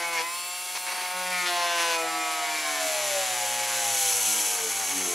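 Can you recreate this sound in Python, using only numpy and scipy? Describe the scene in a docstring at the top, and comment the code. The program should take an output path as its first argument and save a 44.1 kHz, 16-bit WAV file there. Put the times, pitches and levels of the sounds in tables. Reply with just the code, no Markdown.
"""A handheld rotary tool cuts into a plastic tub, over the rush of its fan and the sizzle of its brushes.
At first the bit catches with a rasp, then runs almost free: the shaft sings on multiples of its speed,
a bearing adds a tone between them and a thin whistle rides above. From 1.3 s the bit sinks in, knocking
once a turn and ringing the wall, and the load slows the shaft. From 3 s the high motor tones are faint
and the hiss of the bit rubbing in the hole grows; by the end the speed has halved."""
import sys
import numpy as np
from scipy import signal
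from scipy.fft import rfft, irfft, next_fast_len
from scipy.io import wavfile

SR = 44100
rng = np.random.default_rng(int(sys.argv[2]) if len(sys.argv) > 2 else 0)


def output_pcm(signal):
    """Save a mono or channel-first signal as 16-bit PCM at the path in sys.argv[1].

    Samples are clipped to [-1, 1] before scaling.
    """
    pcm = np.clip(np.atleast_2d(signal).T, -1, 1) * 32767
    wavfile.write(sys.argv[1], SR, np.round(pcm).astype(np.int16))


N = 227011
FFT_SIZE = next_fast_len(N + 8192)
BIN_HZ = np.maximum(np.arange(FFT_SIZE // 2 + 1) * SR / FFT_SIZE, 1)
FULL_SPEED_HZ = 182


def amp(db):
    """dB to gain."""
    return 10 ** (np.asarray(db) / 20)


def unit_rms(x):
    """Scaled to rms 1."""
    return x / np.sqrt(np.mean(x ** 2) + 1e-20)


def add_power(db, power):
    """A level in dB with more power added."""
    return 10 * np.log10(amp(db) ** 2 + power)


def curves(rows):
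    """Columns of a time table, one value a sample."""
    times_s, *columns = np.transpose(rows)
    return [np.interp(np.arange(N) / SR, times_s, column) for column in columns]


def spectrum_db(rows):
    """A (Hz, dB) table on the FFT grid."""
    hz, db = np.transpose(rows)
    return np.interp(np.log(BIN_HZ), np.log(hz), db)


def filtered(x, gain):
    """x through a gain per FFT bin."""
    return irfft(rfft(x, FFT_SIZE) * gain, FFT_SIZE)[:N]


def drift(rate_hz):
    """Slow random wander, rms 1."""
    pole = np.exp(-2 * np.pi * rate_hz * 64 / SR)
    slow = signal.lfilter([1], [1, -2 * pole, pole * pole], rng.standard_normal(N // 64 + 2002))[2000:]
    return np.interp(np.arange(N) / 64, np.arange(len(slow)), unit_rms(slow - slow.mean()))


def tone(angle, db, waver_db, waver_hz):
    """A sine whose rms level wavers around db."""
    gain = np.sqrt(2) * amp(db + waver_db * drift(waver_hz))
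    return gain * np.sin(angle + rng.uniform(0, 2 * np.pi))


def pulsed_noise(angle, colour_db, pulse_db, flicker_db):
    """Coloured noise that swells once a turn and flickers; rms 1."""
    swell = amp(pulse_db * np.cos(angle) + flicker_db * drift(31))
    return unit_rms(filtered(swell * rng.standard_normal(N), amp(colour_db)))


def held_power(start_s, length_s, first_db, last_db, rise_s, fall_s):
    """Power of a sound that rises, holds while its level slides, and falls."""
    age_s = np.arange(N) / SR - start_s
    gate = np.clip(np.minimum(age_s / rise_s, (length_s - age_s) / fall_s) + .5, 0, 1)
    level_db = first_db + (last_db - first_db) * np.clip(age_s / length_s, 0, 1)
    return (gate * amp(level_db)) ** 2


# Fan air. Each row: frequency in Hz, relative density in dB.
FAN_SPECTRUM = [(30, -30), (100, -25), (250, -15), (640, -8), (1200, -10), (2300, -3), (3400, -2),
                (6600, -8), (8300, -4.5), (9300, 0.5), (11000, -0.5), (12100, -6.5), (13400, -9),
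                (14300, -28.5), (15600, -21)]


def fan(angle, speed_hz):
    """Rushing air, 2 dB weaker per halving of speed."""
    level_db = -40 + 2.0 * np.log2(speed_hz / FULL_SPEED_HZ)
    return amp(level_db) * pulsed_noise(angle, spectrum_db(FAN_SPECTRUM), pulse_db=1.0, flicker_db=1.4)


# Brush noise. Each row: frequency in Hz, relative density in dB.
BRUSH_SPECTRUM = [(9000, -40), (12500, -12), (13800, 5), (14500, 2), (15600, -6)]
# Fade of brushes and whine under load. Each row: time in seconds, gain in dB.
MOTOR_FADE = [(0, -7), (.2, -6), (.3, -1), (.7, -1), (1.2, -2), (1.5, -4.5), (2.3, -6.5), (2.8, -13),
              (3.3, -29), (5.15, -40)]


def brushes(angle):
    """The motor brushes sizzle, fading as the tool slows."""
    level_db = -47 + curves(MOTOR_FADE)[0]
    return amp(level_db) * pulsed_noise(angle, spectrum_db(BRUSH_SPECTRUM), pulse_db=1.6, flicker_db=2.2)


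# Motor tones at shaft multiples 16, 17, 18 and up. Each entry: level in dB before the fade.
WHINE_DB = [-54, -58, -52, -51, -58, -58, -56, -54, -58, -46, -58, -56, -59, -59, -55, -57, -54, -60, -55,
            -57, -57, -61, -66, -66, -64, -57, -61, -62, -59, -53, -53, -63, -63, -59, -62, -49, -55, -54,
            -60, -55, -54, -54, -53, -51, -55, -56, -60, -60, -58, -60]


def motor_whine(angle):
    """High motor tones, clearest while the tool runs free."""
    tones = sum(tone(k * angle, db, waver_db=2.5, waver_hz=5) for k, db in enumerate(WHINE_DB, start=16))
    return tones * amp(0.46 * drift(19) + curves(MOTOR_FADE)[0])


# Each row: time in seconds, pitch in Hz.
WHISTLE_PITCH = [(0, 7356), (.3, 7362), (.51, 7381), (1.26, 7390), (2.46, 7315), (2.91, 7247), (3.21, 7144),
                 (3.36, 7076), (3.51, 7050), (3.7, 7045), (4.6, 6735), (4.86, 6587), (5.01, 6430),
                 (5.15, 6480)]
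# Each row: time in seconds, level in dB.
WHISTLE_LEVEL = [(0, -50), (.25, -49), (.36, -42.5), (.9, -49), (1.7, -50), (2.2, -43.5), (2.76, -44.5),
                 (3.1, -39.5), (3.66, -42.5), (3.8, -40), (4.55, -47), (4.66, -39.5), (5.15, -38)]


def whistle():
    """A thin high tone that sags with the load and trembles in pitch."""
    pitch_hz = curves(WHISTLE_PITCH)[0] + 3.6 * drift(49)
    return tone(2 * np.pi * np.cumsum(pitch_hz) / SR, curves(WHISTLE_LEVEL)[0], waver_db=1.6, waver_hz=26)


# Course of the cut. Each row: time in seconds, then hum swell, knock, rasp and hiss in dB.
CUT_LEVELS = [(0, 7.5, -37.5, -45, -43), (.21, 5.5, -42, -37.5, -46), (.28, -4, -42, -45.5, -55),
              (.72, -4.5, -79, -46, -39.5), (1.11, 3, -40, -39.5, -57), (1.18, 6, -37, -43, -45),
              (1.43, 2, -33.5, -41, -37.5), (1.6, 7.5, -31, -38, -40.5), (1.95, 3.5, -30, -34.5, -36.5),
              (1.99, 5, -39.5, -41.5, -44), (2.4, 2, -35.5, -38.5, -38.5), (2.78, -1, -35.5, -35.5, -36),
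              (2.83, 2, -34.5, -37, -32.5), (3.4, -0.5, -36, -40.5, -31.5), (3.72, -0.5, -36, -38, -31),
              (3.98, -2, -38, -41.5, -26), (4.22, -2, -47, -39, -24), (4.42, 0.5, -48, -38, -25.5),
              (4.62, -0.5, -57, -37.5, -29.5), (4.9, -1.5, -49, -35.5, -29.5),
              (5.15, -0.5, -50, -38.5, -30)]
# The bit catches and lets go. Each row: start and length in seconds, then knock, rasp and hiss in dB.
CATCHES = [(0.018, 0.038, -40, -36.5, -48), (0.129, 0.043, -38, -36, -38.5),
           (0.172, 0.049, -33, -35.5, -41), (0.751, 0.027, -58, -31, -50), (0.865, 0.072, -57, -35, -59),
           (0.943, 0.12, -47, -36, -64), (1.028, .045, -62, -46, -55), (1.457, 0.043, -30, -37, -51),
           (1.783, 0.051, -34, -35, -37.5), (1.907, 0.045, -47, -38, -45), (1.98, 0.046, -54, -37, -41)]


def cut_levels():
    """Hum swell, then knock, rasp and hiss with the catches added, in dB."""
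    swell_db, *steady_db = curves(CUT_LEVELS)
    caught = np.zeros((3, N))
    for start_s, length_s, *levels_db in CATCHES:
        caught += [held_power(start_s, length_s, db, db, rise_s=0.0013, fall_s=0.004) for db in levels_db]
    return swell_db, *add_power(steady_db, caught)


# Resonances and dips of bit and chuck. Each row: frequency in Hz, relative height in dB.
BIT_RESONANCES = [(2239, 8), (2583, 4), (2971, 5), (3316, 4), (3703, -4), (4005, 4), (4392, 3), (4995, -6),
                  (5340, 4), (6072, 4), (6589, 4), (6718, -5), (7278, -6), (7622, 5), (7924, 4), (8527, -6),
                  (8957, 2), (10077, 5), (10422, -4), (10900, 3), (11240, -4), (11627, 8), (12144, 3),
                  (14470, -4)]
# Friction noise before the resonances. Each row: frequency in Hz, relative density in dB.
HISS_SPECTRUM = [(1060, -36), (1800, -94), (2220, -9), (2420, -11), (3000, -7), (3800, -9), (4900, -9.5),
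                 (6090, 0), (7700, -2), (8580, -6), (11200, -1.5), (12600, -17.5), (15600, -21)]
RASP_SPECTRUM = [(71, -56), (120, -32), (330, -9), (599, -8.5), (908, 1.5), (1330, -1), (2200, 0),
                 (3040, -9), (4450, -5), (6990, -10), (9000, -51.5), (11700, -48), (19800, -120)]


def bit_friction(angle, hiss_db, rasp_db):
    """The bit hisses as it rubs and rasps as it catches, both through its resonances."""
    modes_db = sum(db / (1 + ((BIN_HZ - hz) / 90) ** 2) for hz, db in BIT_RESONANCES)
    hiss = pulsed_noise(angle, spectrum_db(HISS_SPECTRUM) + 0.84 * modes_db, pulse_db=0.97, flicker_db=0.91)
    rasp = pulsed_noise(angle, spectrum_db(RASP_SPECTRUM) + modes_db, pulse_db=0.41, flicker_db=1.1)
    return amp(hiss_db) * hiss + amp(rasp_db) * rasp


# Blows seat on the wall. Each row: start and length in seconds, first and last level in dB.
WALL_RINGS = [(0, 0.12, -60, -50), (.17, 0.03, -30, -35), (1.252, 0.026, -41, -32),
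              (1.32, 0.15, -31.5, -38), (1.787, 0.06, -37, -43), (2.54, 0.06, -43, -42),
              (2.74, 0.036, -44, -46)]


def wall_ring(strike_angle, mode_hz=2200, width_hz=330):
    """The blows ring the wall's strongest mode."""
    drive = sum(np.cos(k * strike_angle) for k in range(9, 19))
    ring = filtered(drive, 1 / (1 + (2 * (BIN_HZ - mode_hz) / width_hz) ** 2))
    faint_ring = (0, 2.5, -49.5, -49.5)  # until the bit is through and damps the wall
    power = sum(held_power(*row, rise_s=0.017, fall_s=0.0085) for row in [faint_ring, *WALL_RINGS])
    return np.sqrt(power) * unit_rms(ring)


# The struck tub. Each row: frequency in Hz, relative gain in dB.
KNOCK_SPECTRUM = [(1300, 5.5), (1800, 10), (2600, 6.5), (3800, 5.5), (5200, 3), (6500, -0.5), (8000, -19),
                  (9500, -30)]


def bit_knocks(angle, knock_db):
    """One blow a turn, with the wall's ring; its shape changes as the edge finds new plastic."""
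    strike_angle = angle + 0.056 * drift(16.3)  # slightly early or late
    blows = sum(amp(2.2 * drift(4)) * np.cos(k * strike_angle + rng.normal(0, 1.15))
                for k in range(10, 46) if k not in HUM_MULTIPLES)
    knocks = unit_rms(filtered(blows, amp(spectrum_db(KNOCK_SPECTRUM))))
    return amp(knock_db) * knocks + wall_ring(strike_angle)


# Each entry: cycles per shaft turn; 4.435 is the bearing's balls passing the race.
HUM_MULTIPLES = (1, 2, 3, 4, 4.435, 5, 6, 7, 8, 9, 12, 13, 15)
# One row a multiple, before the swell. Each row: full-speed level in dB, dB gained per halving of speed.
HUM_LEVELS = [(-69, -1.5), (-61.0, 1.5), (-53, -7), (-50.5, -15), (-57.5, 6), (-45, -11.5), (-48, -6),
              (-52, -3), (-52.5, 7), (-51, 3), (-48, -4), (-54.5, -13), (-50, 0.5)]
# The wall takes up one tone. Each row: start and length in seconds, multiple, first and last level in dB.
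WALL_SINGING = [(0, 0.3, 2, -57, -55), (0, 0.21, 3, -65, -38), (0, 1.14, 4, -55.5, -43),
                (.03, .18, 13, -37.5, -37), (0.132, 0.42, 6, -31.5, -50), (.23, 0.74, 15, -44.5, -49),
                (0.244, 0.16, 12, -41, -50), (.3, .55, 7, -51, -52), (.5, 0.3, 12, -58, -42),
                (0.874, 1.3, 5, -45, -48), (0.925, 0.48, 4, -54, -37.5), (1.105, 0.41, 8, -46, -37.5),
                (1.135, 0.19, 3, -44, -39.5), (1.142, 0.31, 1, -56, -49.5), (1.31, 0.14, 12, -34, -29),
                (1.31, 0.11, 13, -37, -42), (1.33, 0.14, 7, -42, -35), (1.455, 0.49, 9, -47, -34),
                (1.413, 0.14, 2, -50, -41), (1.655, 0.57, 2, -54, -41.5), (2.2, 0.7, 2, -53, -50),
                (1.481, 0.583, 4, -34.5, -37), (1.501, 0.496, 6, -34, -33), (1.568, 0.494, 3, -46, -36.5),
                (1.77, 0.26, 15, -39, -37), (1.963, 0.47, 8, -37.5, -37), (2.033, 0.54, 4.435, -38, -35),
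                (2.07, 0.6, 13, -39.5, -47), (2.1, 0.52, 7, -38.5, -46), (2.139, 0.41, 6, -54, -39.5),
                (2.197, 0.14, 15, -40, -38), (2.498, 0.28, 15, -37.5, -43), (2.45, 0.26, 9, -56, -51),
                (2.62, 0.34, 5, -43, -39), (2.647, 0.18, 7, -34.5, -42), (2.66, 0.17, 12, -45, -39),
                (2.576, 0.24, 4.435, -43, -40), (2.796, 0.45, 4.435, -34, -35.5),
                (2.92, 0.43, 6, -43.5, -35), (3.355, .6, 6, -40, -40.5), (3.0, 1.34, 1, -61, -59.5),
                (3.093, 1.27, 13, -47.5, -45.5), (3.286, 0.71, 4.435, -45.5, -42.5),
                (3.997, .22, 4.435, -43.5, -45), (3.342, 0.85, 7, -39, -38), (4.156, 0.52, 7, -41.5, -51),
                (3.7, 0.26, 2, -67, -58), (4.27, 0.16, 2, -55, -54), (4.273, .2, 3, -47, -54),
                (4.436, 0.25, 4.435, -52, -40), (4.6, .45, 1, -64, -60), (4.695, 0.18, 8, -45, -43),
                (4.887, .2, 3, -50, -44.5), (4.933, 0.21, 4, -49.5, -41.5), (4.95, 0.12, 2, -49, -51),
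                (5.003, 0.19, 5, -46, -41.5)]
# Shaft wobble. Each entry: dB relative to the bearing tone, one multiple below it, then one above.
SIDEBANDS_DB = (-25, -14)


def shaft_hum(angle, speed_hz, swell_db):
    """Shaft and bearing tones follow speed and cut, and are louder while the wall sings them."""
    halvings = np.log2(FULL_SPEED_HZ / speed_hz)
    levels_db = {k: db + slope_db * halvings + swell_db
                 for k, (db, slope_db) in zip(HUM_MULTIPLES, HUM_LEVELS)}
    for start_s, length_s, k, first_db, last_db in WALL_SINGING:
        sung = held_power(start_s, length_s, first_db, last_db, rise_s=0.027, fall_s=0.062)
        levels_db[k] = add_power(levels_db[k], sung)
    waver_db = 1.4 + 1.6 * halvings  # a labouring shaft runs less evenly
    hum = sum(tone(k * angle, db, waver_db, waver_hz=11.3) for k, db in levels_db.items())
    bearing = HUM_MULTIPLES[4]
    for k, db in zip((bearing - 1, bearing + 1), SIDEBANDS_DB):
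        hum += tone(k * angle, levels_db[bearing] + db, waver_db=0.47, waver_hz=15)
    return hum


# Each row: time in seconds, shaft speed in turns per second.
SHAFT_SPEED = [(0.0, 171.5), (0.14, 168.5), (0.21, 163.0), (0.238, 168.6), (0.388, 175.8), (0.538, 179.7),
               (0.738, 181.9), (1.09, 181.0), (1.19, 182.5), (1.29, 182.0), (1.4, 179.7), (1.52, 175.8),
               (1.76, 171.4), (2.04, 163.6), (2.2, 162.4), (2.5, 157.9), (2.59, 155.4), (3.0, 138.4),
               (3.27, 124.9), (3.37, 121.8), (3.47, 120.1), (3.67, 120.1), (3.78, 118.9), (4.18, 110.2),
               (4.59, 103.0), (4.69, 99.7), (4.8, 97.0), (4.86, 94.3), (5.03, 93.1), (5.08, 87.5),
               (5.15, 87.3)]
# Bench echoes, opposite in left and right. Each row: frequency in Hz, dB relative to the direct sound.
BENCH_ECHO = [(60, -50), (250, -15.5), (500, -18.5), (1000, -11), (2000, -17), (4000, -17.5), (8000, -14),
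              (12000, -30.5)]
# Each row: frequency in Hz, left minus right in dB.
BALANCE = [(200, -.2), (500, .8), (1000, 1.5), (4000, 1.7), (8000, .3), (12000, .1)]


def scene():
    """All sources, heard a little left, with short echoes from the bench."""
    speed_hz = curves(SHAFT_SPEED)[0]
    angle = 2 * np.pi * np.cumsum(speed_hz) / SR
    swell_db, knock_db, rasp_db, hiss_db = cut_levels()
    tool = bit_friction(angle, hiss_db, rasp_db) + fan(angle, speed_hz) + brushes(angle)
    tool += shaft_hum(angle, speed_hz, swell_db) + motor_whine(angle)
    tool += bit_knocks(angle, knock_db) + whistle()
    echo_t60_s = 0.25
    echo = rng.standard_normal(8192) * amp(-60 * np.arange(8192) / (echo_t60_s * SR))
    side = filtered(tool, amp(spectrum_db(BENCH_ECHO)) * rfft(echo / np.linalg.norm(echo), FFT_SIZE))
    lean_db = spectrum_db(BALANCE) / 2
    return np.array([filtered(tool, amp(lean_db)) + side, filtered(tool, amp(-lean_db)) - side])


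def record(dry):
    """Steep low-pass at 15720 Hz."""
    return signal.sosfilt(signal.ellip(16, .3, 80, 15720, fs=SR, output="sos"), dry)


dry = scene()
out = record(dry)
output_pcm(out)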